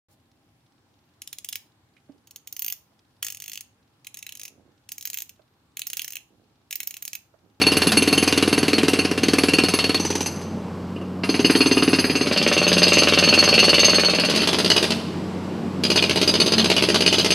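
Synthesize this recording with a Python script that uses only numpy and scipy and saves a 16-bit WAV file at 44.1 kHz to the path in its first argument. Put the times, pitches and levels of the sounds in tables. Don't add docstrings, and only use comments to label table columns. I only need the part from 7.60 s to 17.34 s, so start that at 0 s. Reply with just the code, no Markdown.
import sys
import numpy as np
from scipy import signal
from scipy.fft import rfft, irfft, next_fast_len
from scipy.io import wavfile
from scipy.ndimage import uniform_filter1d, map_coordinates

SR = 44100
rng = np.random.default_rng(int(sys.argv[2]) if len(sys.argv) > 2 else 0)


def bounce(signal):
    frames = np.transpose(np.atleast_2d(signal))
    limited = np.clip(frames, -1, 1)
    pcm = np.round(limited * 32767).astype(np.int16)
    wavfile.write(sys.argv[1], SR, pcm)


N = 429534
LEAD = 256


def amp(db):
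    return 10 ** (np.asarray(db) / 20)


def unit(x):
    return x / np.sqrt(np.mean(x ** 2, axis=-1, keepdims=True) + 1e-20)


def along(points, hz):
    f, v = np.transpose(points)
    return np.interp(np.log(hz + 1), np.log(f + 1), v)


def wobble(rate):
    knots = rng.standard_normal(int(N * rate / SR) + 4)
    return map_coordinates(knots, [np.arange(N) * rate / SR])


def jolts(count, t, rate):
    knots = rng.standard_normal((count, int(t[-1] * rate) + 2))
    k, part = np.divmod(t * rate, 1)
    k = k.astype(int)
    ease = (1 - np.cos(np.pi * part)) / 2
    return knots[:, k] * (1 - ease) + knots[:, k + 1] * ease


def filtered(x, response):
    n = x.shape[-1]
    m = next_fast_len(n + 8192)
    return irfft(rfft(x, m) * response(np.fft.rfftfreq(m, 1 / SR)), m)[..., :n]


def laid(rows, at):
    return np.bincount(at.ravel(), rows.ravel(), N + SR)[LEAD:N + LEAD]


def breaker():
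    # t/s, exhaust level/dB, clatter level/dB,
    # ring of the two lowest chisel groups over the clatter/dB, second group over the first/dB,
    # extra ring of the high groups/dB
    blow_lists = [
        [(0.0147, -18.5, -26, 13.5, -1, 4), (0.0661, -14.5, -26, 17.5, 5, 7.5),
         (0.1177, -16.5, -25, 3, -11, -1), (0.168, -15.5, -24, 8, -1, 6), (0.219, -19.5, -24, 3, 11, -3),
         (0.27, -15.5, -27, 9, -6, 10.5), (0.3198, -32, -22, -5, 10, -1.0),
         (0.3703, -14.5, -26.5, 16.5, 4, 13.5), (0.4226, -15.5, -25.5, 5.0, -3, 5),
         (0.4751, -15, -25.5, 7, 7.0, 4.0), (0.5262, -15.5, -23.5, 7.5, 1.0, 6.0),
         (0.5764, -15, -28, 13, -3, 12.5), (0.6259, -15, -25.0, 2, 0.0, 6.5), (0.676, -18, -24, 6, 0.0, 8),
         (0.7255, -17, -26.0, 6.5, -12, 0), (0.7757, -14.5, -24.5, 4.5, 9, 4.0),
         (0.8254, -14.5, -25, 0, -14, -2), (0.8758, -14.0, -28.5, 3, -8, 3), (0.9271, -14.5, -25.5, 3, -4, 3),
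         (0.9784, -14.5, -27.5, 5.5, 3.0, 5), (1.029, -16, -25.5, 2, 0.0, -4.0),
         (1.0809, -15.5, -26.5, 0, -5.0, 4), (1.132, -13.5, -26, 7, 10, -4.0),
         (1.1817, -15.5, -23.5, 1, -11, -11.0), (1.2322, -13, -27, 3, -8, -8), (1.2819, -14, -24, 3, -13, 1),
         (1.3332, -14, -25.0, 7.0, -7, 0), (1.3884, -14.5, -27.5, 10, 0, 4),
         (1.4489, -17.5, -27.5, -2.0, -10, -18), (1.5127, -17.5, -28.5, -6, -9, -15),
         (1.577, -18, -29, 4, -13, -6), (1.6328, -15, -26, 6.0, -5, 4), (1.6835, -13.5, -25.5, 1, 13, -2.0),
         (1.7339, -13, -26, 1, 10, 3.5), (1.7841, -15, -24, 5, 8.0, 4), (1.8353, -13.0, -24, -2, 13.0, -3),
         (1.8844, -16, -27, 8.5, -10, 3), (1.9348, -13.5, -24.5, 13.5, 0, -1),
         (1.9849, -13, -25.5, 10.5, -8, 3), (2.0358, -14.5, -25, 5, 17, -3), (2.085, -25, -26, -1, 6, 3),
         (2.1373, -15, -25.5, 8.5, -2, 9), (2.189, -28.5, -23.5, 7, 0, -4), (2.2414, -21, -27.5, 11.5, 2, -8),
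         (2.2932, -17, -27.5, 6, 3, -4.0), (2.3448, -21, -27.5, 9, 14, 2.5), (2.398, -21, -35, 3, 0.0, 4),
         (2.45, -23, -32.5, -8, 4.0, -3), (2.503, -21, -33, -2, 10.0, -5), (2.5527, -25, -33, -3, 9, -2),
         (2.6064, -24, -32, -3, 2.0, 2), (2.66, -35, -34, 6, -3, 8), (2.759, -43, -54, 3, 1, 0.0),
         (2.814, -45, -48.5, -6, 0, -3), (3.36, -33, -60, 10, -25, -3), (3.413, -33, -59, 9, -24, -2),
         (3.635, -27, -30, 5, -7, -2), (3.6901, -17, -28.5, 8.5, 6, -2.0), (3.7425, -20.5, -28.5, 5, 3, -4),
         (3.7933, -15.5, -29, -2, -5, -2), (3.8446, -14.5, -26, 16.0, -1.5, -0.0),
         (3.8978, -13.5, -24.5, 4, -2, 2), (3.9516, -14, -24.5, 6, 13, 2.5), (4.0053, -14.5, -26.5, 18, 2, 2.0),
         (4.0583, -15, -26, 4, 2, 1.0), (4.1126, -15, -26.5, 11, 2.0, 0), (4.1697, -14.5, -28, 10.5, -6, -0.0),
         (4.2233, -16.5, -26, 6, 0.0, 3), (4.277, -14, -27.5, 4.0, -2, 1.0),
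         (4.3306, -14.5, -22.5, 5.5, -5, -8), (4.3864, -18, -28, 9, 2, 7.5), (4.4418, -18, -27.5, 8.5, 5.0, 0),
         (4.4974, -19.5, -27.5, 4, -2, -4.0), (4.5531, -20, -26.5, 7, 3, 2.5),
         (4.6101, -19, -27.5, 10, -1, -1.0), (4.6696, -23, -30, 5.0, 5.0, -3)],
        [(4.661, -32, -36, -4, 4, -6), (4.7121, -22, -31, -1.0, 13, -5), (4.7625, -28, -28, 7.5, 0.5, -5),
         (4.8142, -24.0, -30.5, 3, 1, -2), (4.8641, -19.5, -30, 7, 4, 4), (4.9144, -26, -26, 1, -1, 5),
         (4.9661, -21.0, -29.0, 11, -5, -1), (5.016, -21.5, -28, 4, 11, -5), (5.0664, -23, -26.0, 1, -1, 3),
         (5.1172, -21.5, -26, -3, 11, 1), (5.1682, -21, -27, 6, -5, 3.0), (5.2186, -19.5, -24, 8.5, 3, 1),
         (5.2691, -19.5, -25.5, 2.5, -11, -2), (5.3202, -19.5, -24, 6.5, -3, 3),
         (5.3708, -18.5, -25, 11.5, 2, 5), (5.4213, -19, -25, 8, 2.5, -3), (5.4722, -21, -25.5, 5.0, -5, -3),
         (5.5231, -18.5, -26, 7, -4.0, -13), (5.5741, -22, -25, 8.5, -1, 5), (5.6248, -21, -27.5, 10.5, 2, 2),
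         (5.6751, -21, -27.5, 12.5, 8.5, 1), (5.7261, -22.5, -25.5, 7.0, -14, -3),
         (5.776, -20, -26.5, 13, 6.5, 7), (5.8266, -22.5, -25, 8.0, 3, 1),
         (5.8767, -20.5, -26.5, 8.5, 12.0, -2), (5.9273, -20, -24.5, 8.0, -2, -2.0),
         (5.9786, -18.5, -25, 14, 1, 4.0), (6.0293, -19.5, -26, 9, 10, 1), (6.0802, -18.0, -28, 15.5, 7, 8),
         (6.1306, -20.5, -25, 5, -3.0, 3), (6.1814, -20.0, -27.5, 12.5, 6, 4.0), (6.232, -22, -25, 10, 0, 6.0),
         (6.2827, -22.5, -26.0, 8, 7.0, -1), (6.3331, -22.0, -28, 8.5, 17, 1), (6.3835, -21, -26.0, 1, 9, -5),
         (6.4349, -24, -30.5, 8.0, 12, -0.0), (6.4851, -24.5, -29.0, 7, 5, -1.0),
         (6.5356, -24, -30.5, 10.5, 4, -1.0), (6.5854, -25.0, -29.5, 0.5, 9, 1), (6.6363, -32, -30, 6.5, 9, 3),
         (6.6866, -25.0, -32, 4.0, 8, -2.0), (6.7379, -28, -34, 9, 5.0, -4), (6.791, -32, -40, 14, 2, 6.0)],
        [(6.698, -33, -29.5, -1.0, 7.0, -1), (6.7601, -28, -27, 4.5, 12, 1.0),
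         (6.8179, -25.5, -28.5, 5, 3.0, -4.0), (6.8732, -27, -25.0, -1, -5.0, 0),
         (6.9307, -24, -27.5, -4, -2.0, -7), (6.9852, -23, -26, -1.0, -4.0, 3),
         (7.0459, -20, -26.5, 0, -3.0, -6), (7.1015, -23, -23.0, 9.5, -3, 0), (7.1628, -20, -26, 7, -12, 3.0),
         (7.2271, -18.5, -25, -4, -2.0, -11), (7.3049, -27, -28.5, -11, -2.0, -9),
         (8.2361, -23, -27.5, 4, -11, -6), (8.302, -18.5, -27, 12, -12, 1), (8.3584, -21.5, -27.5, 12, 0, 5.5),
         (8.4243, -21, -28.0, 10, -19, -5), (8.4954, -21, -27.5, -2.0, 8, -3),
         (8.5586, -20.0, -26.5, 5, -13, -4.0), (8.6146, -18, -28, -3, 4, 4), (8.6764, -18.5, -27.5, 4, -6.0, 9),
         (8.7393, -20.5, -27, 6, 0, -1.0), (8.8004, -18.5, -27.5, 15, -2.0, 10),
         (8.8617, -19.5, -28.5, -3.0, -1.0, 3), (8.9206, -20, -28.5, 12, -6, 6), (8.9814, -22, -26, 6, -1, -2),
         (9.0433, -19.5, -27.5, -10, -2.0, 3), (9.1007, -17, -26, 2, -5, -1), (9.1648, -23, -27, 6, -17, -1),
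         (9.2235, -18, -27.0, 0.0, -1, 5.0), (9.2873, -16.5, -29, 10, -6.0, 3),
         (9.344, -20, -24.5, -5, -9.0, -1), (9.4066, -21, -28.5, 0, -1, 4), (9.4628, -19, -25.0, 12, -3, 4),
         (9.5259, -20, -26.5, 7, -7, 2.0), (9.5832, -19.5, -27.5, 10, 1, 6), (9.6461, -21, -26.5, 1.0, 12, -3),
         (9.705, -22.0, -27.0, 17, -3, 10)],
    ]
    # f/Hz, lag/s, length/s, phase/turns
    puffs = [(328, 0.0043, 0.0019, 0.016), (401, 0.002, 0.0019, 0.51), (376, 0.00081, 0.0013, 0.58)]
    # delay/s, level/dB, dulled above f/Hz
    path_sets = [
        [(.0001, 0.3, 16700), (.007, -11, 9500), (.0215, -17.5, 6200)],
        [(.0001, 5, 3240), (.0124, 0.5, 13600), (.021, -5.5, 11800), (.034, -32, 5000)],
        [(.0001, 2.5, 15000), (.0145, 2.5, 8460), (.021, -29, 8350)],
        [(.0001, 0.9, 5400), (.0072, -6.5, 15700), (.016, -13, 12100), (.0215, -15.5, 6150)],
    ]
    tail_levels = [-9.5, -4, -5, -7.5]
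    # f/Hz, level/dB
    views = [
        [(90, -9), (200, -0.5), (278, 4), (350, 0), (430, -0.6), (600, -2.5), (930, 0.5), (1600, 0), (3500, -5),
         (9000, 3.5), (14000, -0.5)],
        [(60, -35), (115, -4), (170, -7), (255, 4.5), (400, -7.5), (600, 1.5), (770, 0), (1000, -2),
         (2200, -2.7), (3500, -0.56), (9000, 3.5), (14000, 2)],
        [(60, -33), (110, 4), (160, -31), (300, -1.5), (480, -1.5), (850, -1), (1500, -4), (2400, -5.5),
         (3700, -1), (5500, 0), (9700, 1.5), (14000, 1)],
    ]
    # chips, then the five upper ring groups,
    # all as level/dB over the clatter, before trims
    balances = [(0, -12, -8.5, -15.5, -22.5, -5), (-8, -1.5, -1.5, -15.5, -31, -12),
                (0.5, 0, -6.5, -20, -15.5, -14.5), (-19, 2.5, 1, -9.5, -14.5, -1),
                (-4, 4, -1, -15, -13, -6)]
    seat_shifts = [0, 0, 170, 0, 0]
    empty_span = (2.38, 2.9)
    move_s = 3.5
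    sway_s = .0002

    first = np.array(blow_lists[0])
    moved = first[:, 0] > move_s
    empty = (first[:, 0] > empty_span[0]) & (first[:, 0] < empty_span[1])
    knocks = holder(first[empty])
    out = knocks + amp(-9.5) * signal.fftconvolve(knocks, scatter())[:N]
    stages = [(first[~moved & ~empty], 0), (blow_lists[1], 1), (blow_lists[2], 2),
              (first[moved], 0), (first[empty], 0)]
    settings = zip(stages, path_sets + path_sets[:1], tail_levels + tail_levels[:1], balances, seat_shifts)
    for (table, spot), paths, tail_db, balance, seat_hz in settings:
        rows = blows(table, puffs[spot], balance, seat_hz)
        rows = filtered(rows, lambda f: amp(along(views[spot], f)))
        sway = sway_s * rng.standard_normal((len(table), len(paths)))

        def walls(f):
            total = 0
            for (delay, db, dull_hz), shift in zip(paths, sway.T):
                late = np.exp(-2j * np.pi * f * (delay + shift[:, None]))
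                dulling = (1 + np.sqrt(2) * 1j * f / dull_hz - (f / dull_hz) ** 2) ** 2
                total = total + amp(db) * late / dulling
            return total

        starts = np.round(np.transpose(table)[0] * SR).astype(int)
        at = starts[:, None] + np.arange(rows.shape[1])
        out += laid(filtered(rows, walls), at)
        for k in range(3):
            out += amp(tail_db) * signal.fftconvolve(laid(rows[k::3], at[k::3]), scatter())[:N]
    return out


def blows(table, puff, balance, seat_hz):
    t = (np.arange(SR // 12) - LEAD) / SR
    u = np.clip(t, 0, None)
    count = len(table)
    exhaust_db, clatter_db, chips_db, *ring_db = strengths(table, balance)
    sound = amp(exhaust_db + 8.5) * exhaust(t, puff)
    sound = sound + amp(clatter_db + 13) * clatter(count, u)
    sound += amp(chips_db + 3.5) * chips(count, t, size=7)
    sound += chisel_ring(count, u, ring_db, seat_hz)
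    return sound * np.clip((t[-1] - t) / .03, 0, 1)


def strengths(table, balance):
    follow = [(.4, .3, 0, 0, .1, 0), (0, .3, 1, 1, .3, 1)]
    chance_db = (4, 3.5, 2.5, 3, 4, 2)
    _, exhaust_db, clatter_db, ring_db, lean_db, high_db = np.transpose(table)
    luck = chance_db * rng.standard_normal((len(table), len(balance)))
    followed = np.transpose([ring_db, high_db]) @ follow
    chips_db, *upper_db = (clatter_db[:, None] + balance + followed + luck).T
    low_db = clatter_db + ring_db
    levels = [exhaust_db, clatter_db, chips_db, low_db - lean_db / 2, low_db + lean_db / 2, *upper_db]
    return np.array(levels)[..., None]


def exhaust(t, puff):
    hz, lag, length, turns = puff
    u = t - lag
    return np.cos(2 * np.pi * (hz * u + turns)) * np.exp(-(u / length) ** 2)


def clatter(count, u):
    # f/Hz, relative level/dB
    colour = [(150, -4), (500, 2), (1000, -2), (1900, -1), (2800, 5.5), (3500, -1), (4500, 2), (5600, -7),
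              (7200, -16.5), (11000, -16), (15000, -34)]
    lumps = amp(1.73 * jolts(count, u, 317)) * rng.standard_normal((count, len(u)))
    lumps *= (u > 0) * (0.79 * amp(-60 * u / 0.014) + amp(-60 * u / 0.12))
    casing = rng.standard_normal(len(u)) * (u > 0)
    casing *= 1.2 * amp(-60 * u / 0.028) + 0.64 * amp(-60 * u / 0.15)

    def alike(f):
        return 1 / (1 + (f / 1200) ** 4)

    rattle = filtered(lumps, lambda f: amp(along(colour, f)) * np.sqrt(1 - alike(f)))
    rattle += filtered(casing, lambda f: amp(along(colour, f)) * np.sqrt(alike(f)))
    return filtered(rattle, lambda f: amp(1.4 * jolts(count, f, .0012)))


def chips(count, t, size):
    when, pitch, weak = rng.random((count, 3, size)).transpose(1, 2, 0)[..., None]
    out = np.zeros((count, len(t)))
    for s, hz, db in zip(.034 * when ** 1.5, 2300 * 2.1 ** pitch, -9 * weak):
        u = np.clip(t - s, 0, None)
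        out += amp(db - 60 * u / .02) * np.sin(2 * np.pi * hz * u)
    return out


def chisel_ring(count, u, ring_db, seat_hz):
    # f/Hz, level in the group/dB, time to fall 60 dB/s
    groups = [
        [(2480, -6, .06), (2742, 0, .13), (2950, -5, .06)],
        [(4392, 0, .16)],
        [(4875, 0, .14), (4975, -7, .07)],
        [(6292, 0, .16)],
        [(8440, 0, .14)],
        [(9745, 0, .16), (14265, -18, .15)],
        [(10785, 0, .13), (11610, -17, .14), (12770, -18, .12), (13240, -12, .13)],
    ]
    roughness = (1.7, 1.1, .9, 1.1, .9, .8, .8)
    wedge_db_per_s = 900
    choke = 0.029 + 0.0069 * rng.standard_normal((count, 1))
    swell = (1 - np.exp(-u / 0.0023)) * (0.021 + 1 / (1 + np.exp((u - choke) / 0.0037)))
    sound = np.zeros((count, len(u)))
    for db, modes, rough in zip(ring_db, groups, roughness):
        shake = swell * amp(db + 2 + 2.5 * jolts(count, u, 150))
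        slip = rough * jolts(count, u, 120)
        for hz, level_db, t60 in modes:
            luck, load, phase = rng.standard_normal((count, 3)).T[..., None]
            pitch = hz + seat_hz * (hz == groups[0][1][0]) + 12 * load
            scatter_db = 4 * luck * (level_db < 0)
            wedged = (seat_hz > 0) * (hz < groups[2][0][0])
            fall_db = 60 * u / t60 + wedge_db_per_s * u * wedged
            tone = np.sin(2 * np.pi * (pitch * u + phase) + slip)
            sound += shake * amp(scatter_db + level_db - fall_db) * tone
    return sound


def holder(table):
    # f/Hz, width/Hz, level/dB
    collar = [(6056, 180, 0.5), (6100, 140, 1.5), (7600, 760, -22)]
    knock, push, t = np.zeros(N), np.zeros(N), np.arange(SR // 10) / SR
    for s, clatter_db in zip(table[:, 0], table[:, 2]):
        start = round(s * SR)
        thud = np.sin(2 * np.pi * 880 * t) * np.exp(-((t - .004) / 0.0024) ** 2)
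        knock[start:][:len(t)] += amp(clatter_db + 11) * thud
        push[start:][:len(t)] += amp(clatter_db + 20.5 - 60 * t / 0.16) * rng.standard_normal(len(t))

    def resonances(f):
        return sum(amp(db) * 1j * f * w / (c * c - f * f + 1j * f * w) for c, w, db in collar)

    return knock + filtered(push, resonances)


def scatter():
    # f/Hz, time to fall 60 dB/s
    decay = [(150, 0.18), (1000, 0.95), (4000, 0.78), (12000, 0.61)]
    hz, t, z = signal.stft(rng.standard_normal(SR), SR, nperseg=256)
    tail = signal.istft(z * amp(-60 * t / along(decay, hz)[:, None]), SR, nperseg=256)[1]
    return np.pad(tail / np.linalg.norm(tail), (400, 0))


def compressor():
    # t/s, firing f/Hz, tone level/dB, octave level/dB, pump and rumble level/dB
    drone = [(0, 89.6, -35.5, -62, -24.5), (2.5, 90, -37.5, -43, -28), (3.5, 92.6, -39, -32, -29.5),
             (4.4, 92, -37, -44, -28), (4.8, 90, -43.5, -40, -26), (5.2, 89.5, -37.5, -23, -25.5),
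             (5.6, 89.7, -36, -38.5, -23), (6.4, 88.8, -39, -30.5, -27), (6.68, 89.5, -50, -31.5, -25),
             (6.9, 91.7, -40, -33, -23.5), (7.5, 92, -39.5, -33, -27), (8.1, 93.9, -38.5, -31.5, -26.5),
             (8.9, 92.3, -36.5, -30.5, -24), (9.74, 92.4, -39.5, -30.5, -26)]
    # f/Hz, relative level/dB
    town = [(40, -19), (70, -19), (110, -16.5), (165, -5), (225, -9.5), (270, -6), (480, -13.5),
            (730, -20.5), (1090, -21.5), (1500, -30.5), (3300, -58)]
    s, *cols = np.transpose(drone)
    hz, tone_db, octave_db, rumble_db = [np.interp(np.arange(N) / SR, s, c) for c in cols]
    phase = 2 * np.pi * np.cumsum(hz) / SR
    firing = amp(tone_db + 2.0 + 0.55 * wobble(14)) * np.sin(phase)
    octave = amp(octave_db + 1.5 + 0.85 * wobble(12)) * np.sin(2 * phase + 0.15 * wobble(6.7))
    pump = amp(rumble_db - 9.5 + 5.1 * wobble(10)) * np.sin(2.43 * phase + 1.24 * wobble(13))
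    z = signal.stft(rng.standard_normal(N), nperseg=1024)[2]
    field = uniform_filter1d(rng.standard_normal(z.shape), 3, axis=0)
    field = uniform_filter1d(field, 5, axis=1)
    patchy = signal.istft(z * amp(1.37 * field / field.std()), nperseg=1024)[1][:N]
    rumble = unit(filtered(patchy, lambda f: amp(along(town, f))))
    return firing + octave + pump + amp(rumble_db - 3.4) * rumble


def hiss():
    # f/Hz, relative level/dB
    colour = [(710, -24), (1200, -19), (1400, -8), (1680, -9.5), (2910, -10), (3440, -14), (4900, -14.5),
              (6840, -24.5), (7760, -20.5), (8610, -28.5), (11300, -30), (13500, -50), (14500, -74.5)]
    # t/s, level/dB
    loudness = [(0, -33.5), (4.4, -57.5), (6.9, -42.5), (9.74, -51)]
    noise = unit(filtered(rng.standard_normal(N), lambda f: amp(along(colour, f))))
    return amp(np.interp(np.arange(N) / SR, *np.transpose(loudness))) * noise


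def scene():
    return np.tile(breaker() + compressor() + hiss(), (2, 1))


def record(dry):
    # f/Hz, level/dB
    side_level = [(60, -21), (110, -39.5), (200, -73), (370, -48), (690, -37), (1270, -52), (2330, -30),
                  (4290, -27), (7900, -29.5), (14500, -40)]
    top_hz = 15130
    hz, _, z = signal.stft(dry[0], SR, nperseg=512)
    turn = np.exp(2j * np.pi * rng.random(z.shape))
    side = signal.istft(z * turn * amp(along(side_level, hz))[:, None], SR, nperseg=512)[1][:N]
    pair = filtered(dry + np.array([side, -side]), lambda f: 1 / (1 + (74 / (f + 1)) ** 14))
    air = rng.standard_normal((3, N))
    thumps = unit(filtered(air[0] + 0.51 * air[1:], lambda f: f / (f + 15) / (1 + (f / 60) ** 4)))
    pair = pair + amp(-61.0 + 3 * wobble(1.6) + 2.5 * wobble(6.4)) * thumps
    pair = pair / (1 + np.abs(pair) ** 8) ** (1 / 8)
    return filtered(pair, lambda f: f < top_hz)


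dry = scene()
out = record(dry)
bounce(out)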